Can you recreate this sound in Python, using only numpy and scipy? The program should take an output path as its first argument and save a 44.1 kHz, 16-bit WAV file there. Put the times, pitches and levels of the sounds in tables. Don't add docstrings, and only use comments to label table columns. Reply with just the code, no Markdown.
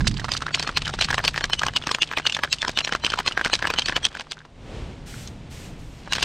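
import sys
import numpy as np
from scipy import signal
from scipy.fft import rfft, irfft, next_fast_len
from scipy.io import wavfile
from scipy.ndimage import uniform_filter1d, map_coordinates

SR = 44100
rng = np.random.default_rng(int(sys.argv[2]) if len(sys.argv) > 2 else 0)


def amp(db):
    return 10 ** (np.asarray(db, float) / 20)


def write(x):
    x = np.atleast_2d(x).T
    wavfile.write(sys.argv[1], SR, np.round(np.clip(x, -1, 1) * 32767).astype(np.int16))


N = 275184

# [t/s, strength/dB, landing spot from 0 mid-wall to 1 far end, pitch that rings out f/Hz]
CONTACTS = [(0.0068, -19.5, 0.38, 1620), (0.046, -28.5, 0.2, 1500), (0.07, -17.5, 0.45, 4040),
            (0.0735, -12.5, 0.8, 5070), (0.113, -25.5, 0.57, 4630), (0.1418, -27, 0.56, 4530),
            (0.172, -23.5, 0.58, 4600), (0.1873, -29.5, 0.4, 1680), (0.1965, -22, 0.4, 1870),
            (0.217, -29, 0.22, 1470), (0.244, -18, 0.42, 1090), (0.2514, -22.5, 0.31, 1210),
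            (0.2838, -23, 0.16, 1250), (0.29, -22, 0.36, 1390), (0.3182, -11.5, 0.61, 4940),
            (0.337, -16, 0.57, 4630), (0.3508, -21.5, 0.31, 1300), (0.3678, -16, 0.71, 4780),
            (0.406, -27, 0.4, 1310), (0.421, -18, 0.36, 1310), (0.4661, -17, 0.32, 1380),
            (0.483, -21, 0.18, 1670), (0.5074, -27, 0.11, 1470), (0.547, -10.5, 0.57, 4540),
            (0.575, -25, 0.37, 1300), (0.596, -12.5, 0.5, 4080), (0.627, -14, 0.49, 4450),
            (0.6469, -25, 0.42, 1400), (0.675, -14, 0.46, 1270), (0.6915, -16.5, 0.38, 1250),
            (0.7723, -5.5, 0.55, 4190), (0.8197, -21, 0.5, 4460), (0.8558, -18, 0.62, 3050),
            (0.8683, -19, 0.45, 1620), (0.8775, -17.5, 0.46, 1450), (0.8932, -21, 0.41, 1390),
            (0.939, -15.5, 0.44, 804), (0.9888, -21, 0.44, 1500), (1.0117, -10, 0.62, 4080),
            (1.023, -11, 0.59, 3980), (1.046, -11.5, 0.66, 4380), (1.0865, -19, 0.41, 1156),
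            (1.1045, -12, 0.36, 1660), (1.1291, -12, 0.3, 1680), (1.1434, -13, 0.5, 1000),
            (1.1812, -12, 0.39, 1070), (1.1922, -15, 0.12, 1740), (1.2411, -16.5, 0.4, 970),
            (1.2495, -11, 0.56, 4920), (1.2793, -8.5, 0.58, 4450), (1.343, -20, 0.31, 1790),
            (1.361, -17.5, 0.46, 1820), (1.3776, -13.5, 0.44, 1790), (1.4089, -19.5, 0.39, 1680),
            (1.4412, -9.5, 0.5, 1620), (1.4987, -21.5, 0.35, 990), (1.5331, -8.5, 0.6, 3030),
            (1.5518, -32, 0.28, 2730), (1.594, -15.5, 0.7, 2970), (1.6183, -16, 0.26, 1250),
            (1.6339, -11.5, 0.43, 1660), (1.652, -27, 0.64, 1190), (1.666, -13, 0.47, 1080),
            (1.684, -15.5, 0.38, 2950), (1.737, -25.5, 0.31, 3100), (1.7631, -11.5, 0.57, 2950),
            (1.7695, -14.5, 0.71, 2870), (1.816, -31, 0.4, 1300), (1.8235, -28.5, 0.76, 3400),
            (1.838, -23, 0.42, 2880), (1.8708, -13, 0.5, 1270), (1.892, -18.5, 0.39, 1600),
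            (1.914, -11.5, 0.49, 1107), (1.9476, -12, 0.5, 6900), (1.9854, -23, 0.22, 1250),
            (2.0206, -9, 0.69, 2790), (2.031, -14.5, 0.73, 2940), (2.074, -32, 0.75, 3300),
            (2.09, -29, 0.47, 2500), (2.1135, -19.5, 0.46, 1630), (2.1265, -24, 0.43, 1610),
            (2.1357, -21, 0.38, 1640), (2.1738, -11.5, 0.48, 2510), (2.184, -15.5, 0.47, 2065),
            (2.1985, -22.5, 0.43, 1600), (2.254, -22.5, 0.35, 1570), (2.2668, -12.5, 0.61, 2920),
            (2.271, -11, 0.7, 4330), (2.2974, -17, 0.72, 2750), (2.3235, -19, 0.7, 2870),
            (2.348, -15.5, 0.75, 3520), (2.3674, -15.5, 0.47, 1730), (2.3905, -20, 0.34, 1670),
            (2.4358, -10.5, 0.41, 1680), (2.447, -16.5, 0.46, 1610), (2.4755, -29, 0.2, 1590),
            (2.528, -8, 0.78, 2700), (2.5352, -16, 0.73, 4440), (2.585, -29, 0.93, 2940),
            (2.6184, -17, 0.92, 3520), (2.6279, -17, 0.41, 1700), (2.6352, -33, 0.3, 1640),
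            (2.6487, -19, 0.24, 1530), (2.6653, -32, 0.34, 1500), (2.6809, -13.5, 0.53, 1015),
            (2.6941, -15.5, 0.51, 1020), (2.774, -11.5, 0.47, 2940), (2.7884, -10, 0.64, 3000),
            (2.8064, -18, 0.57, 2780), (2.8481, -13, 0.68, 5600), (2.875, -15.5, 0.49, 1750),
            (2.8927, -21.5, 0.36, 1550), (2.9241, -13, 0.41, 2970), (2.9357, -20, 0.51, 1960),
            (2.9505, -14, 0.43, 1390), (3.0384, -19.5, 0.31, 940), (3.0474, -11, 0.63, 3080),
            (3.0651, -13, 0.66, 2970), (3.0776, -26, 0.3, 1230), (3.102, -16, 0.64, 3100),
            (3.1208, -21, 0.5, 1534), (3.1377, -12.5, 0.45, 1350), (3.1582, -26, 0.39, 1300),
            (3.175, -23, 0.46, 975), (3.189, -13, 0.45, 1000), (3.2013, -12.5, 0.32, 3190),
            (3.2627, -16, 0.5, 1140), (3.278, -7.5, 0.59, 4190), (3.3113, -23, 0.46, 1290),
            (3.3219, -21, 0.62, 2940), (3.3755, -12.5, 0.32, 1600), (3.3944, -19.5, 0.33, 1600),
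            (3.4122, -15, 0.29, 1580), (3.448, -13.5, 0.53, 1565), (3.455, -17.5, 0.18, 1470),
            (3.4609, -12.5, 0.39, 2140), (3.4717, -19.5, 0.5, 1570), (3.4988, -22, 0.36, 1410),
            (3.5323, -9.5, 0.43, 2910), (3.5376, -9, 0.76, 4110), (3.5532, -13.5, 0.64, 3970),
            (3.591, -23.5, 0.5, 1570), (3.625, -15, 0.44, 1690), (3.6433, -17.5, 0.15, 1690),
            (3.653, -15, 0.25, 1660), (3.6719, -11.5, 0.35, 2920), (3.7023, -9, 0.37, 2470),
            (3.7382, -15.5, 0.55, 1400), (3.762, -21, 0.2, 3100), (3.7864, -10, 0.55, 3030),
            (3.7938, -13.5, 0.63, 4100), (3.8204, -17.5, 0.61, 3140), (3.859, -14.5, 0.63, 4430),
            (3.8854, -12, 0.54, 1760), (3.895, -16.5, 0.56, 1780), (3.9236, -17.5, 0.28, 1700),
            (3.9649, -7.5, 0.42, 2990), (4.0308, -22, 0.33, 3320), (4.0444, -20, 0.61, 3360),
            (4.052, -9.5, 0.69, 3240), (4.0667, -17.5, 0.55, 3430), (4.0867, -36, 0.6, 3220),
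            (4.118, -33, 0.26, 3250), (4.1287, -34, 0.37, 3500), (4.151, -22, 0.45, 1540),
            (4.1698, -24.5, 0.47, 1650), (4.197, -20, 0.54, 1017), (4.209, -21.5, 0.45, 2840),
            (4.2695, -38.5, 0.41, 1200), (4.3127, -23.5, 0.62, 4770), (4.3196, -23.5, 0.53, 3280),
            (4.331, -32, 0.99, 2890), (4.3703, -36, 0.4, 1510), (4.3807, -39, 0.25, 1600),
            (4.39, -38.5, 0.67, 3630), (4.4045, -37, 0.22, 1570), (4.416, -41, 0.25, 1600),
            (4.451, -36.5, 0.42, 1020), (5.1416, -34, 0.34, 1520), (5.275, -27, 0.78, 6300),
            (6.0753, -28.5, 0.14, 920), (6.124, -12, 0.47, 3960), (6.133, -12, 0.67, 2850),
            (6.153, -16.5, 0.44, 4100), (6.1608, -20, 0.62, 4240), (6.1832, -23, 0.39, 980),
            (6.2264, -11.5, 0.59, 4800), (6.228, -9.5, 0.49, 2750)]
# [f/Hz, level/dB, time to fall by 60 dB t/s]
CAN_MODES = [(330, -10.5, 0.0075), (1036, 4.5, 0.0035), (1644, 0.5, 0.0065), (2540, 3.5, 0.0064),
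             (3094, 6, 0.0052), (4010, 5, 0.0029), (5160, -1.5, 0.0061), (6226, -3.5, 0.0049),
             (8000, -6.5, 0.002), (13000, -28, 0.0034), (14800, -44, 0.002)]
PART_BORDERS = [2000, 3500, 10000]
# [t/s, dome over tick level/dB]
GRIP_BALANCE = [(0, -7.5), (.6, -1), (1.35, -3), (1.6, -0.5), (2.3, 2.5), (2.6, -3), (4.1, 0.5), (5, -18),
                (6.2, -3)]
# [t/s, level/dB]
CRACK_OPENNESS = [(0, -6), (1.6, 7), (4.1, 0), (6.1, 9)]
# [t/s, level/dB]
PAINT_WASH = [(1.3, 2.5), (1.45, -0.5)]
# [start t/s, end t/s, level/dB]
BALL_ROLLS = [(6.095, 6.26, -21.5)]
# [valve starts to open t/s, starts to close t/s, level/dB]
NOZZLE_PUFFS = [(5.055, 5.232, -43), (5.497, 5.657, -45.5), (5.775, 6, -56)]
# [f/Hz, relative level per Hz/dB]
HISS_COLOUR = [(900, -22), (2000, -16), (7800, -20.5), (10900, -22.5), (12600, -19), (15700, -31)]
# [t/s, level/dB]
WIND_LEVEL = [(0.0, -21.5), (0.12, -24.5), (0.2, -34.5), (0.42, -39.5), (1.68, -36.5), (1.88, -47),
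              (4.03, -42.5), (4.33, -58), (4.74, -36.5), (6.24, -40.5)]
# [f/Hz, relative level per Hz/dB]
WIND_COLOUR = [(15, -39), (25, 6.5), (50, 2), (141, -0.5), (257, -9.5), (500, -30), (1100, -120)]
# [t/s, level/dB]
TRAFFIC_LEVEL = [(0, -47.5), (4.1, -51.5), (4.4, -53.5), (4.75, -42), (5.3, -44.5), (6.2, -47.5)]
# [f/Hz, relative level per Hz/dB]
TRAFFIC_COLOUR = [(150, -6), (535, -10.5), (975, -16.5), (1260, -21), (3000, -22), (5250, -30.5),
                  (12000, -42), (15600, -86), (22000, -120)]
# [t/s, f/Hz, level/dB]
HUM_TRACK = [(.2, 130.6, -43), (.85, 148.7, -44), (1.6, 148.6, -51.5), (2.6, 152.7, -57.5)]
# [t/s, left minus right level/dB]
SIDE_LEAN = [(0, -5.5), (.3, -5), (.45, -.8), (.8, 0)]
# [f/Hz, relative level per Hz/dB]
SIDE_COLOUR = [(3500, -30), (4500, -19.5), (10500, -24.5), (15500, -43)]
# [f/Hz, level/dB]
MIC_COLOUR = [(8300, 0), (10900, -11), (12500, -9)]

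SPOT_DB, SCATTER_DB = 50, 2
WALL_DB, DOME_DB, TICK_DB = 3, 2, 6
FAVOUR_DB, OTHERS_DB = 4.5, -2.5
LINGER = 1.366
SOFT_DB_PER_DB = 0.3


def unit(x):
    return x / np.sqrt(np.mean(x ** 2) + 1e-20)


def curves(rows):
    s, *cols = np.transpose(rows)
    return [np.interp(np.arange(N) / SR, s, c) for c in cols]


def wobble(rate):
    knots = rng.standard_normal(int(N * rate / SR) + 4)
    return map_coordinates(knots, [np.arange(N) * rate / SR])


def noise(spectrum):
    m = next_fast_len(N)
    f, db = np.transpose(spectrum)
    gain = amp(np.interp(np.log(np.fft.rfftfreq(m, 1 / SR) + 1), np.log(f + 1), db))
    return unit(irfft(rfft(rng.standard_normal(m)) * gain, m)[:N])


def wind():
    level_db, = curves(WIND_LEVEL)
    return amp(level_db) * unit(amp(2.1 * wobble(6)) * noise(WIND_COLOUR))


def traffic():
    level_db, = curves(TRAFFIC_LEVEL)
    return amp(level_db + 1.75 * wobble(7)) * noise(TRAFFIC_COLOUR)


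def hum():
    hz, level_db = curves(HUM_TRACK)
    turns = np.cumsum(hz + 2.17 * wobble(12)) / SR
    return amp(level_db + 2.8 * wobble(8.2)) * np.sqrt(2) * np.sin(2 * np.pi * turns)


def share_db(over_db):
    return -10 * np.log10(1 + amp(-over_db) ** 2)


def contacts():
    s, strength_db, spot, hz = np.transpose(CONTACTS)
    ends_db = SPOT_DB * (spot - .5)
    dome_over_tick_db = np.interp(s, *np.transpose(GRIP_BALANCE)) + SCATTER_DB * rng.standard_normal(len(s))
    ends = strength_db + share_db(ends_db)
    wall = strength_db + share_db(-ends_db) + WALL_DB
    dome = ends + share_db(dome_over_tick_db) + DOME_DB
    tick = ends + share_db(-dome_over_tick_db) + TICK_DB
    return np.column_stack([s, wall, dome, tick, hz])


def wash_db(blows):
    return np.interp(blows[:, 0], *np.transpose(PAINT_WASH))


def parts(blows):
    force_db = np.maximum(blows[:, 1], blows[:, 3] - 4)
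    open_db = np.interp(blows[:, 0], *np.transpose(CRACK_OPENNESS))
    crack_db = force_db + 0.48 * (force_db + 15) + open_db
    return np.column_stack([blows[:, 1:-1], crack_db])


def ring(blows, lead_db):
    hz, db, t60 = np.transpose(CAN_MODES)
    part = np.searchsorted(PART_BORDERS, hz)
    lead = SR // 30
    t = np.arange(-lead, lead) / SR
    draw = rng.standard_normal((len(blows), 5, len(CAN_MODES)))
    level_draw, pitch_draw, phase, beat_draw, smear_draw = np.moveaxis(draw, 1, 0)
    level_db = parts(blows)[:, part] + db - wash_db(blows)[:, None] / 2
    pitch = hz * (1 + (.02 + .05 * (part >= 2)) * pitch_draw)
    soft_db = SOFT_DB_PER_DB * np.clip(-14 - blows[:, 1:-1].max(1, keepdims=True), 0, None)

    apart = np.abs(np.log(hz / blows[:, -1:]))
    near = apart == apart.min(1, keepdims=True)
    pitch = np.where(near, blows[:, -1:], pitch)
    level_db = level_db + np.where(near, FAVOUR_DB, OTHERS_DB - soft_db)

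    mixed_db = level_db + np.where(near, 0, 2.7 * level_draw)
    energy = (amp(level_db) ** 2).sum(1)
    mixed_energy = (amp(mixed_db) ** 2).sum(1)
    level_db = mixed_db + 10 * np.log10(energy / mixed_energy)[:, None]

    uneven_db = np.where(near, 3 - 4 * (part != 1), 6.0 * np.clip(smear_draw, -3, 1) - 2.5)
    smear_db = lead_db - 2 * soft_db - 4.1 * (part % 3 == 0) + uneven_db
    tail = np.where(near, .05, .018)
    decay = t60 * np.where(near & (part < 2), LINGER, 1)
    beat_hz = 60 * (1 + (part == 2)) * beat_draw * np.where(near, .5, 1)

    after = np.clip(t, 0, None)
    contact = 1 - np.exp(-(after / 0.00036) ** 2)
    edge = np.sqrt(np.hanning(len(t)))
    out = np.zeros(N + SR)
    for i, s in enumerate(blows[:, 0]):
        struck = amp(-60 * after / decay[i][:, None]) * contact
        beat = np.cos(2 * np.pi * beat_hz[i][:, None] * t)
        slope = np.where(t < 0, -t / 0.13, t / tail[i][:, None])
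        smear = amp(smear_db[i][:, None] - 60 * slope) * beat * edge
        tone = np.sin(2 * np.pi * (pitch[i][:, None] * t + phase[i][:, None]))
        modes = amp(level_db[i][:, None]) * (struck + smear) * tone
        out[max(round(s * SR), 0):][:len(t)] += modes.sum(0)
    return out[lead:N + lead]


def bounces(blows, count):
    draw = rng.random((len(blows), count, 4))
    s = blows[:, :1] + 0.016 * (draw[..., 0] - .3)
    hard_db = 0.12 * (blows[:, None, 1:-1].max(2, keepdims=True) + 12)
    db = blows[:, None, 1:-1] + hard_db - 9 - 9 * draw[..., 1:]
    return np.column_stack([s.ravel(), db.reshape(-1, 3), np.repeat(blows[:, -1], count)])


def scrape(blows, part, level_db, smear, fade):
    push_db = parts(blows)[:, part] + wash_db(blows) * (0 < part < 3)
    push = np.bincount(np.round(blows[:, 0] * SR).astype(int), amp(push_db) ** 2, N)[:N]
    t = np.arange(-SR // 5, SR // 5 + 1) / SR
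    shape = amp(-60 * np.where(t < 0, -t / smear, t / fade)) ** 2
    shape = shape + amp(-32.5 - 60 * np.abs(t) / 1.3) ** 2 * (part < 3)
    now = np.arange(N) / SR
    roll = sum(amp(db) * np.sin(np.pi * np.clip((now - on) / (off - on), 0, 1)) for on, off, db in BALL_ROLLS)
    roll_power = (roll * amp(-5 * (part < 2))) ** 2 * (part < 3)
    level = np.sqrt(np.abs(signal.fftconvolve(push, shape, "same")) + roll_power)

    f = np.fft.rfftfreq(N, 1 / SR)
    body = sum(amp(db) ** 2 / (1 + ((f - hz) * t60 / 4) ** 2) ** 2
               for hz, db, t60 in CAN_MODES if np.searchsorted(PART_BORDERS, hz) == part)
    rough = amp(level_db + 4.47 * wobble(250))
    return rough * level * unit(irfft(rfft(rng.standard_normal(N)) * np.sqrt(body), N))


def can():
    blows = contacts()
    hits = ring(blows, lead_db=-23.5) + ring(bounces(blows, count=3), lead_db=-31)
    wall = scrape(blows, part=0, level_db=-13.5, smear=0.0047, fade=0.048)
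    dome = scrape(blows, part=1, level_db=-12.5, smear=0.031, fade=0.04)
    tick = scrape(blows, part=2, level_db=-17.5, smear=0.0069, fade=0.061)
    crack = scrape(blows, part=3, level_db=-26.5, smear=0.0034, fade=0.005)
    return hits + wall + dome + tick + crack


def nozzle():
    t = np.arange(N) / SR
    flow = np.zeros(N)
    for on, off, db in NOZZLE_PUFFS:
        opening = np.clip((t - on) / 0.019, 0, 1)
        closing = np.exp(-np.clip(t - off, 0, None) / 0.05)
        flow += amp(db) * opening * closing
    return flow * amp(0.23 * wobble(27)) * noise(HISS_COLOUR)


def scene():
    lean_db, = curves(SIDE_LEAN)
    mid = wind() + traffic() + hum() + can() + nozzle()
    loudness = np.sqrt(np.abs(uniform_filter1d(np.diff(mid, prepend=0) ** 2, size=600)))
    side = amp(-25.0) * loudness * noise(SIDE_COLOUR)
    return np.array([mid + side, mid - side]) * amp(np.array([lean_db / 2, -lean_db / 2]))


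def band_limit(x):
    return signal.sosfilt(signal.butter(12, 15870, fs=SR, output="sos"), x)


def record(dry):
    hz = np.fft.rfftfreq(N, 1 / SR)
    soft = dry / (1 + (dry / .9) ** 4) ** .25
    colour = amp(np.interp(hz, *np.transpose(MIC_COLOUR)))
    top = hz > 11200
    gain = amp(np.outer([-4.5, 3.5], top))
    lag = np.exp(-2j * np.pi * np.outer([.00025, 0], hz * top))
    kept = hz < 15850
    mix = irfft(rfft(soft) * colour * gain * lag * kept, N)
    return band_limit(mix)


dry = scene()
out = record(dry)
write(out)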